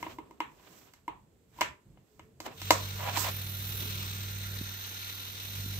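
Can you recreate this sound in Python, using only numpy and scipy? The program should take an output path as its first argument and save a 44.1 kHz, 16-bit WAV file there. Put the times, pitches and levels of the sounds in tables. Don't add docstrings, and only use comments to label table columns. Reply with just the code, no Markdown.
import sys
import numpy as np
from scipy import signal
from scipy.fft import rfft, irfft
from scipy.io import wavfile

SR = 44100
rng = np.random.default_rng(int(sys.argv[2]) if len(sys.argv) > 2 else 0)


def to_wav(s):
    ch = np.atleast_2d(s).T
    pcm = np.round(np.clip(ch, -1, 1) * 32767)
    wavfile.write(sys.argv[1], SR, pcm.astype(np.int16))


def invert_db(x):
    u = np.asarray(x, float) / 20
    return 10 ** u


N = 255339


# multiple, level_db
SHAFT_ORDERS = [(1, -30), (2, -20), (3, -16), (4, -22), (5, 1), (6, -24), (7, -16.5), (8, -20), (9, -80),
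                (10, -16)]
# multiple, level_db
HALF_ORDERS = [(2.5, -13), (7.5, -13.5)]
# start_s, hold_s, level_db, rise_s, fall_s
ROCKING = [
    (2.55, 0.41, -.1, .1, .2),
    (5.5, .3, -.1, 0.09, .3),
]
# start_s, hold_s, level_db, rise_s, fall_s
HUM = [
    (2.64, 1.97, -42, 0.14, .3),
    (4.7, .8, -52, 0.22, .5),
    (5.6, .3, -41, 0.25, .5),
]
# time_s, nearness_db, aim_db
FLOW = [(2.5, -38, 1), (2.576, 0.5, -4), (2.64, 2.8, -5), (2.96, -0.1, -2.5), (3.36, 0.7, 0),
        (3.53, -1, 1.5), (3.79, 2.35, -1.5), (4.2, 0.8, -5.7), (4.61, -0.5, -3), (5.3, -2, 0.5),
        (5.55, -0.2, -0.5), (5.79, -1, 0)]
# freq_hz, density_db_per_hz
HISS_LEFT = [(200, -0.5), (600, -19.5), (1000, -11), (1500, -7), (3200, -8), (4000, -1.5), (4500, -7),
             (5200, -4.5), (6200, 2.5), (7500, 6.5), (9200, 21.5), (13000, -5.5), (14500, 12), (15500, 2)]
# freq_hz, density_db_per_hz
HISS_RIGHT = [(200, -23.5), (900, -12.5), (1450, -18), (1900, -13), (3500, -7.5), (4100, -16.5),
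              (4500, -21.5), (6000, -8), (6800, -15.5), (7700, -19.5), (9500, 19), (12500, -3.5),
              (14500, 7), (15600, -18)]
# pitch_hz, width_hz, level_db, turn_db (gained as the phone turns)
WHISTLES = [(7590, 150, -66, -1.5), (14740, 420, -45, 2), (4140, 270, -64, 0.8), (13200, 360, -62, 3),
            (6270, 190, -61.5, 2), (1393, 50, -64, 2.1), (3770, 190, -63, 2.5), (15420, 410, -44, -5)]

# start_s, cavity_peak_db, then relative to it box-free wall_db, clack_db, crack_db
TAPS = [(0.027, -32, -7, -1.1, -4.5), (0.403, -26, -8.5, -0.5, -5.5), (0.936, -62.5, -2.5, 11, 19),
        (1.079, -29.5, -32.5, -8.5, -13), (1.587, -41, -11.5, -15, -8), (1.609, -27.5, -1.5, 3, 12.5),
        (1.614, -22.5, -2.5, 4.5, -3.5), (2.463, -44, 13, 4.5, 8), (2.706, -14.5, 3, 1.5, 8.5),
        (3.171, -27.5, -14, -34, 9.5)]
# start_s, cavity_peak_db, then relative to it wall_db, clack_db, crack_db
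BUMPS = [(0.065, -37, -0.5, -5.5, -22), (0.185, -37, -13, -7.5, -11), (0.309, -48.5, -8.5, -7, -0.5),
         (1.973, -68.5, 11, 8.5, -23), (2.194, -51, 3, 5, 5), (2.402, -44, 3.5, 2, 13.5),
         (2.616, -47.5, 3.5, 8.5, 19.5)]
# pitch_hz, level_db, t60_s
CAVITY = [(931, 3.5, 0.02), (971, 3.5, 0.016)]
# pitch_hz, level_db, t60_s
BOX = [(323.4, 2.5, 0.094), (252, -8, 0.073)]
# pitch_hz, level_db, t60_s
WALL = [(570, -1, 0.011), (773, 1.7, 0.01)]
# pitch_hz, level_db, t60_s
CLACK = [(1270, -3.5, 0.018), (1590, -3.5, 0.011), (2113, 0.5, 0.03), (2934, -4.5, 0.037)]
# low_hz, high_hz
FAMILY_SPAN = [(820, 1080), (250, 420), (480, 850), (1300, 2900), (3300, 15000)]
FAMILY_SEND = [-4, -0.87, -1.9, -0.0069, -0.72]

# start_s, hold_s, level_db, rise_s, fall_s
SCRAPES = [(.03, .1, -62.5, 0.09, 0.051), (.324, .001, -73, .24, 0.12), (.634, 0.22, -70, 0.31, 0.23),
           (1.16, .001, -80, 0.53, 0.1), (1.59, 0.095, -58, 0.059, .03), (2.126, .001, -88, .5, 0.32),
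           (2.408, 0.0011, -55.5, .004, .06), (2.465, .001, -44.5, 0.023, 0.051),
           (2.49, 0.022, -61, 0.015, 0.1), (3.01, 0.064, -40.5, 0.03, 0.087),
           (3.18, 0.0012, -43, 0.18, 0.077), (3.25, 0.036, -44, .08, 0.05)]
# start_s, hold_s, level_db, rise_s, fall_s
RUBS = [(0, 0.12, -57.5, .1, .1), (.784, .001, -57, 0.4, 0.21), (1.16, .001, -86, .5, .9),
        (1.59, .015, -58.5, 0.095, 0.086), (2.126, 0.1, -72, 0.24, 0.18), (2.408, 0.017, -59.5, .004, .05),
        (2.465, .001, -47, 0.042, 0.017), (2.52, .04, -60.5, .08, 0.047), (3.01, 0.075, -51, 0.18, 0.044),
        (3.18, 0.043, -29.5, 0.057, 0.07), (3.25, 0.042, -38, .05, .033)]
# freq_hz, density_db_per_hz
RUB_COLOUR = [(300, -23.5), (1000, 18), (2500, -17.5), (5000, -6.5), (7500, -6), (9500, 1), (14000, -5.5),
              (15500, 16)]
# freq_hz, level_db
RUB_SHADOW = [(3000, -0.5), (6000, -15.5), (15000, -22)]

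# start_s, hold_s, level_db, rise_s, fall_s
GRIP = [(0, .001, -59, .1, 1), (.71, 0.15, -66, 0.4, 0.14), (1.27, 0.00087, -72, 0.11, 1),
        (2.05, 0.32, -73.5, .9, 0.23), (2.48, 0.0014, -49, 0.06, 0.062), (3.02, 2.8, -63.5, 1.04, .9),
        (3.21, .001, -51, .25, 0.33), (3.81, 0.00086, -52.5, 0.17, 0.46), (5.79, .001, -63, 1.5, .9)]
# start_s, hold_s, level_db, rise_s, fall_s
SWAY = [(0, 0.12, -57.5, .1, .28), (.47, .001, -63.5, 0.1, 0.3), (.7, .001, -66.5, 0.19, 0.98),
        (1.1, .001, -59.5, 0.053, 0.41), (1.62, 0.088, -57, 0.18, 0.067), (1.87, 0.1, -58, .044, 0.13),
        (2.19, .001, -59.5, 0.065, 0.42), (2.55, 0.00075, -56, 0.34, 0.14)]
# start_s, peak_db
THUMPS = [
    (4.611, -31),
    (5.659, -37),
]

# freq_hz, density_db_per_hz
AIR = [(15, -24.5), (25, -39), (59, -8), (378, -20), (421, -24.5), (509, -29.5), (5730, -41), (7910, -33.5),
       (9300, -24), (13900, -41), (15500, -23)]
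# start_s, hold_s, level_db, rise_s, fall_s
PIPE = [
    (1.4, .16, -78, .1, .16),
    (2.2, .12, -76, .15, .2),
    (2.55, .4, -67, .12, .95),
]
# freq_hz, t60_s
ROOM_T60 = [(300, 0.31), (1000, 0.29), (4000, 0.22), (12000, 0.21)]
# freq_hz, level_db
MIC_LEFT = [(100, 0.5), (4400, 4.5), (5500, -8.5), (6500, -18), (6900, -20), (8300, -21), (9000, -27.5),
            (10000, -36), (11000, -6), (15500, -11)]
# freq_hz, level_db
MIC_RIGHT = [(100, 1.5), (8000, 6.5), (8700, -9.5), (9700, -14.5), (11000, -5.5), (13500, 7), (15500, -16)]

TIME_S = np.arange(N) / SR
START_S, SHAFT_HZ, RUN_UP_S = 2.5, 19.66, 0.05
SHELL_DB, TOP_DB = -44.5, -45.5
TURN_S, TURN_TAKES_S, WHISTLE_LEFT_DB = 4.3, 0.35, -8.5
TAP_BOX_DB, BUMP_BOX_DB = -14, -5.5
THUMP_MS = 3.6
AIR_DB, ROOM_DB = -67.5, -5
PIPE_HZ, PIPE_HZ_PER_DB, PIPE_WAVER_HZ = 446, 0.8, 9


def rms_one(x):
    return x / np.sqrt(np.mean(x ** 2) + 1e-20)


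def in_time(table):
    s, *columns = np.transpose(table)
    return [np.interp(TIME_S, s, column) for column in columns]


def at_hz(points, hz):
    freqs, values = np.transpose(points)
    return np.interp(np.log(hz + 1), np.log(freqs), values)


def coloured(x, points):
    level_db = at_hz(points, np.arange(4097) * SR / 8192)
    cepstrum = irfft(np.log(invert_db(level_db)))
    cepstrum[1:4096] *= 2
    cepstrum[4097:] = 0
    impulse = irfft(np.exp(rfft(cepstrum)))
    return signal.fftconvolve(x, impulse)[:N]


def band(x, low_hz, high_hz):
    sos = signal.butter(2, [low_hz, min(high_hz, 0.45 * SR)], "band", fs=SR, output="sos")
    return signal.sosfilt(sos, x)


def drift(rate_hz):
    r = np.exp(-80 * np.pi * rate_hz / SR)
    slow = signal.lfilter([1], [1, -2 * r, r * r], rng.standard_normal(N // 40 + 2002))[2000:]
    return np.interp(np.arange(N) / 40, np.arange(len(slow)), rms_one(slow))


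def swells(rows):
    t = np.arange(0, N, 64)[:, None] / SR
    s, hold, db, rise, fall = np.transpose(rows)
    before = np.clip(s - t, 0, None) / np.abs(rise)
    after = np.clip(t - s - hold, 0, None) / np.abs(fall)
    power = np.sum(invert_db(2 * (db - 20 * np.minimum(before + after, 8))), axis=1)
    return np.interp(TIME_S, t[:, 0], np.sqrt(power))


def ring(drive, hz, t60):
    r, w = invert_db(-60 / (t60 * SR)), 2 * np.pi * hz / SR
    return signal.lfilter([0, np.sin(w)], [1, -2 * r * np.cos(w), r * r], drive + 1e-18)


def body(drive, modes):
    return sum(invert_db(db) * ring(drive, hz, t60) * (-1) ** k for k, (hz, db, t60) in enumerate(modes))


def pair_of_noises(alike, left_late):
    shared, left, right = rng.standard_normal((3, N))
    common = np.array([np.roll(shared, left_late), shared])
    return np.sqrt(alike) * common + np.sqrt(1 - alike) * np.array([left, right])


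def patchy(x, low_hz, high_hz, patch_db):
    edges = np.geomspace(low_hz, high_hz, round(2 * np.log2(high_hz / low_hz)) + 2)
    spans = zip(edges, edges[1:])
    return sum(band(x, a, b) * invert_db(patch_db * drift(1.16)) * (-1) ** k for k, (a, b) in enumerate(spans))


def motor():
    run_up = np.exp(-np.clip(TIME_S - START_S, 0, None) / RUN_UP_S)
    speed = SHAFT_HZ * (1 - 0.3 * run_up + 0.003 * drift(2))
    turn = 2 * np.pi * np.cumsum(speed) / SR
    flow_db, aim_db = in_time(FLOW)
    noise = pair_of_noises(alike=0.45, left_late=-20)
    running = np.clip((TIME_S - START_S) / 0.19, 0, 1)
    hum = motor_hum(turn) * invert_db(np.array([[-0.3], [0.4]]))
    return running * (hum + shell_hiss(noise, turn, flow_db, aim_db) + shell_whistles(noise, flow_db))


def motor_hum(turn):
    steady, unsteady = 0, 0
    for k, db in SHAFT_ORDERS:
        start = rng.uniform(0, 2 * np.pi)
        if k % 5 == 0:
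            steady = steady + invert_db(db) * np.sin(k * turn + start)
        else:
            unsteady = unsteady + invert_db(db + 2.64 * drift(2.0)) * np.sin(k * turn + start)
    rocking = np.clip(swells(ROCKING), 0, 1)
    halves = sum(invert_db(db) * np.sin(k * turn) for k, db in HALF_ORDERS)
    hum = steady + (1 - 0.56 * rocking) * unsteady + rocking * halves
    rumble = invert_db(-18) * rms_one(band(rng.standard_normal(N), 23, 202))
    return np.sqrt(2) * swells(HUM) * (hum + rumble)


def shell_hiss(noise, turn, flow_db, aim_db):
    hiss = np.array([coloured(noise[0], HISS_LEFT), coloured(noise[1], HISS_RIGHT)])
    shell = rms_one(patchy(hiss, 317, 8684, patch_db=1.28))
    top = rms_one(patchy(hiss, 9850, 23400, patch_db=1.9))
    valve_throb = 1 + 0.14 * np.sin(2 * turn) + 0.12 * np.sin(3 * turn)
    winding_throb = 1 + 0.24 * np.sin(2 * turn) + 0.14 * np.sin(3 * turn) + 0.15 * np.sin(5 * turn)
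    shell = shell * valve_throb * invert_db(SHELL_DB + flow_db + 9 + 1.05 * drift(17.5))
    top = top * winding_throb * invert_db(TOP_DB + flow_db + aim_db + 6.5 + 1.0 * drift(44))
    return shell + top


def shell_whistles(noise, flow_db):
    turned = np.tanh((TIME_S - TURN_S) / TURN_TAKES_S)
    whistles = np.zeros((2, N))
    for hz, width, db, turn_db in WHISTLES:
        tone = rms_one(band(noise, hz - width / 2, hz + width / 2))
        whistles += tone * invert_db(db + flow_db + turn_db * turned + 1.5 * drift(2))
    whistles[0] *= invert_db(WHISTLE_LEFT_DB)
    return whistles


def knocks():
    near, far, t = np.zeros(N), np.zeros(N), np.arange(6000) / SR
    hits = [(s, db, TAP_BOX_DB, *rest) for s, db, *rest in TAPS]
    hits += [(s, db, BUMP_BOX_DB, *rest) for s, db, *rest in BUMPS]
    contact = rng.standard_normal((len(hits), len(t))) * np.exp(-t / 0.0028) * 0.14
    crack = band(contact * np.clip(t / 0.0008, 0, 1), 3375, 21500)
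    contact[:, :12] += np.hanning(12)
    spot_db = rng.normal(0, 1.5, (len(hits), len(CLACK)))
    clack = sum(body(contact, [mode]) * invert_db(spot_db[:, [k]]) * (-1) ** k for k, mode in enumerate(CLACK))
    families = [body(contact, CAVITY), body(contact, BOX), body(contact, WALL), band(clack, 660, 3000), crack]
    click = (t == 0) + 1e-18
    smooth = [rms_one(band(click, *span)) for span in FAMILY_SPAN]
    for k, (s, cavity_db, *family_db) in enumerate(hits):
        here = slice(round(s * SR), round(s * SR) + len(t))
        for db, family, soft, send_db in zip([0, *family_db], families, smooth, FAMILY_SEND):
            hit = invert_db(cavity_db + db) * family[k] / np.max(np.abs(family[k]))
            near[here] += hit
            far[here] += soft * np.std(hit) * invert_db(send_db)
    return near, far


def room(x):
    t, tail = np.arange(SR // 2) / SR, 0
    for hz in 250 * 2.0 ** np.arange(6):
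        noise = band(rng.standard_normal((2, len(t))), hz / np.sqrt(2), hz * np.sqrt(2))
        tail = tail + noise * invert_db(-60 * t / at_hz(ROOM_T60, hz)) * np.clip(t / 0.0013, 0, 1)
    tail = tail / np.sqrt(np.sum(tail ** 2) / 2)
    return signal.fftconvolve(x[None], tail, axes=1)[:, :N]


def hand():
    sizes = invert_db(2.0 * np.minimum(rng.exponential(1, (2, N)), 4))
    grains = sizes * rng.choice([-1, 1], (2, N)) * (rng.random((2, N)) < 2500 / SR)
    grains = grains + 0.15 * np.roll(grains[::-1], 2, axis=1)
    hollow = rms_one(body(grains, CAVITY) + invert_db(-0.5) * body(grains, WALL))
    grit = rms_one(band(grains, 1000, 3500))
    drag, slide = swells(SCRAPES), swells(RUBS)
    scrape = hollow * drag * invert_db(-2.5)
    scrape = scrape + grit * (invert_db(-10.5) * drag + invert_db(-8.5) * np.sqrt(drag * slide))
    left, right = pair_of_noises(alike=0.25, left_late=20)
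    rub = np.array([coloured(coloured(left, RUB_COLOUR), RUB_SHADOW), coloured(right, RUB_COLOUR)])
    rub = rms_one(band(rub, 3000, 18000))
    return scrape * invert_db(2.9 * drift(25)) + rub * slide * invert_db(10.0 + drift(17))


def grip():
    rumble = rms_one(band(pair_of_noises(alike=0.6, left_late=-10), 180, 480))
    sway = rms_one(band(pair_of_noises(alike=0.93, left_late=0), 48, 170))
    share = np.array([np.clip((TIME_S - s) * 1000 / THUMP_MS, 0, 1) for s, db in THUMPS])
    push = band(-np.sin(np.pi * share) ** 2, 60, 520)
    thump = invert_db(np.array(THUMPS)[:, 1]) @ push / np.max(np.abs(push))
    return rumble * swells(GRIP) * invert_db(0.69 * drift(23.0)) + sway * swells(SWAY) + thump


def background():
    low, high = pair_of_noises(alike=0.9, left_late=0), pair_of_noises(alike=0.1, left_late=0)
    mixed = band(low, 27, 380) + band(high, 350, 19000)
    air = rms_one(np.array([coloured(side, AIR) for side in mixed]))
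    air = air * invert_db(AIR_DB + 1.5 * drift(2.4))
    gain = swells(PIPE)
    weak_db = np.clip(20 * np.log10(gain / gain.max()), -40, 0)
    hz = PIPE_HZ + PIPE_HZ_PER_DB * weak_db + PIPE_WAVER_HZ * drift(6.7)
    pipe = np.sqrt(2) * gain * invert_db(4.5 * drift(12)) * np.sin(2 * np.pi * np.cumsum(hz) / SR)
    return air + pipe


def scene():
    near, far = knocks()
    direct = np.array([np.roll(near, 3), near]) * invert_db(np.array([[1.5], [-1.5]]))
    return motor() + direct + invert_db(ROOM_DB) * room(far) + hand() + grip() + background()


def roll_off(x):
    return signal.sosfilt(signal.butter(12, 16670, fs=SR, output="sos"), x)


def record(dry):
    heard = np.array([coloured(dry[0], MIC_LEFT), coloured(dry[1], MIC_RIGHT)])
    heard[0] = coloured(heard[0], [(6600, 0), (6950, -20), (8250, -20), (8700, 0)])
    heard = signal.sosfilt(signal.ellip(10, 0.5, 60, 15600, fs=SR, output="sos"), heard)
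    return roll_off(heard)


dry = scene()
out = record(dry)
to_wav(out)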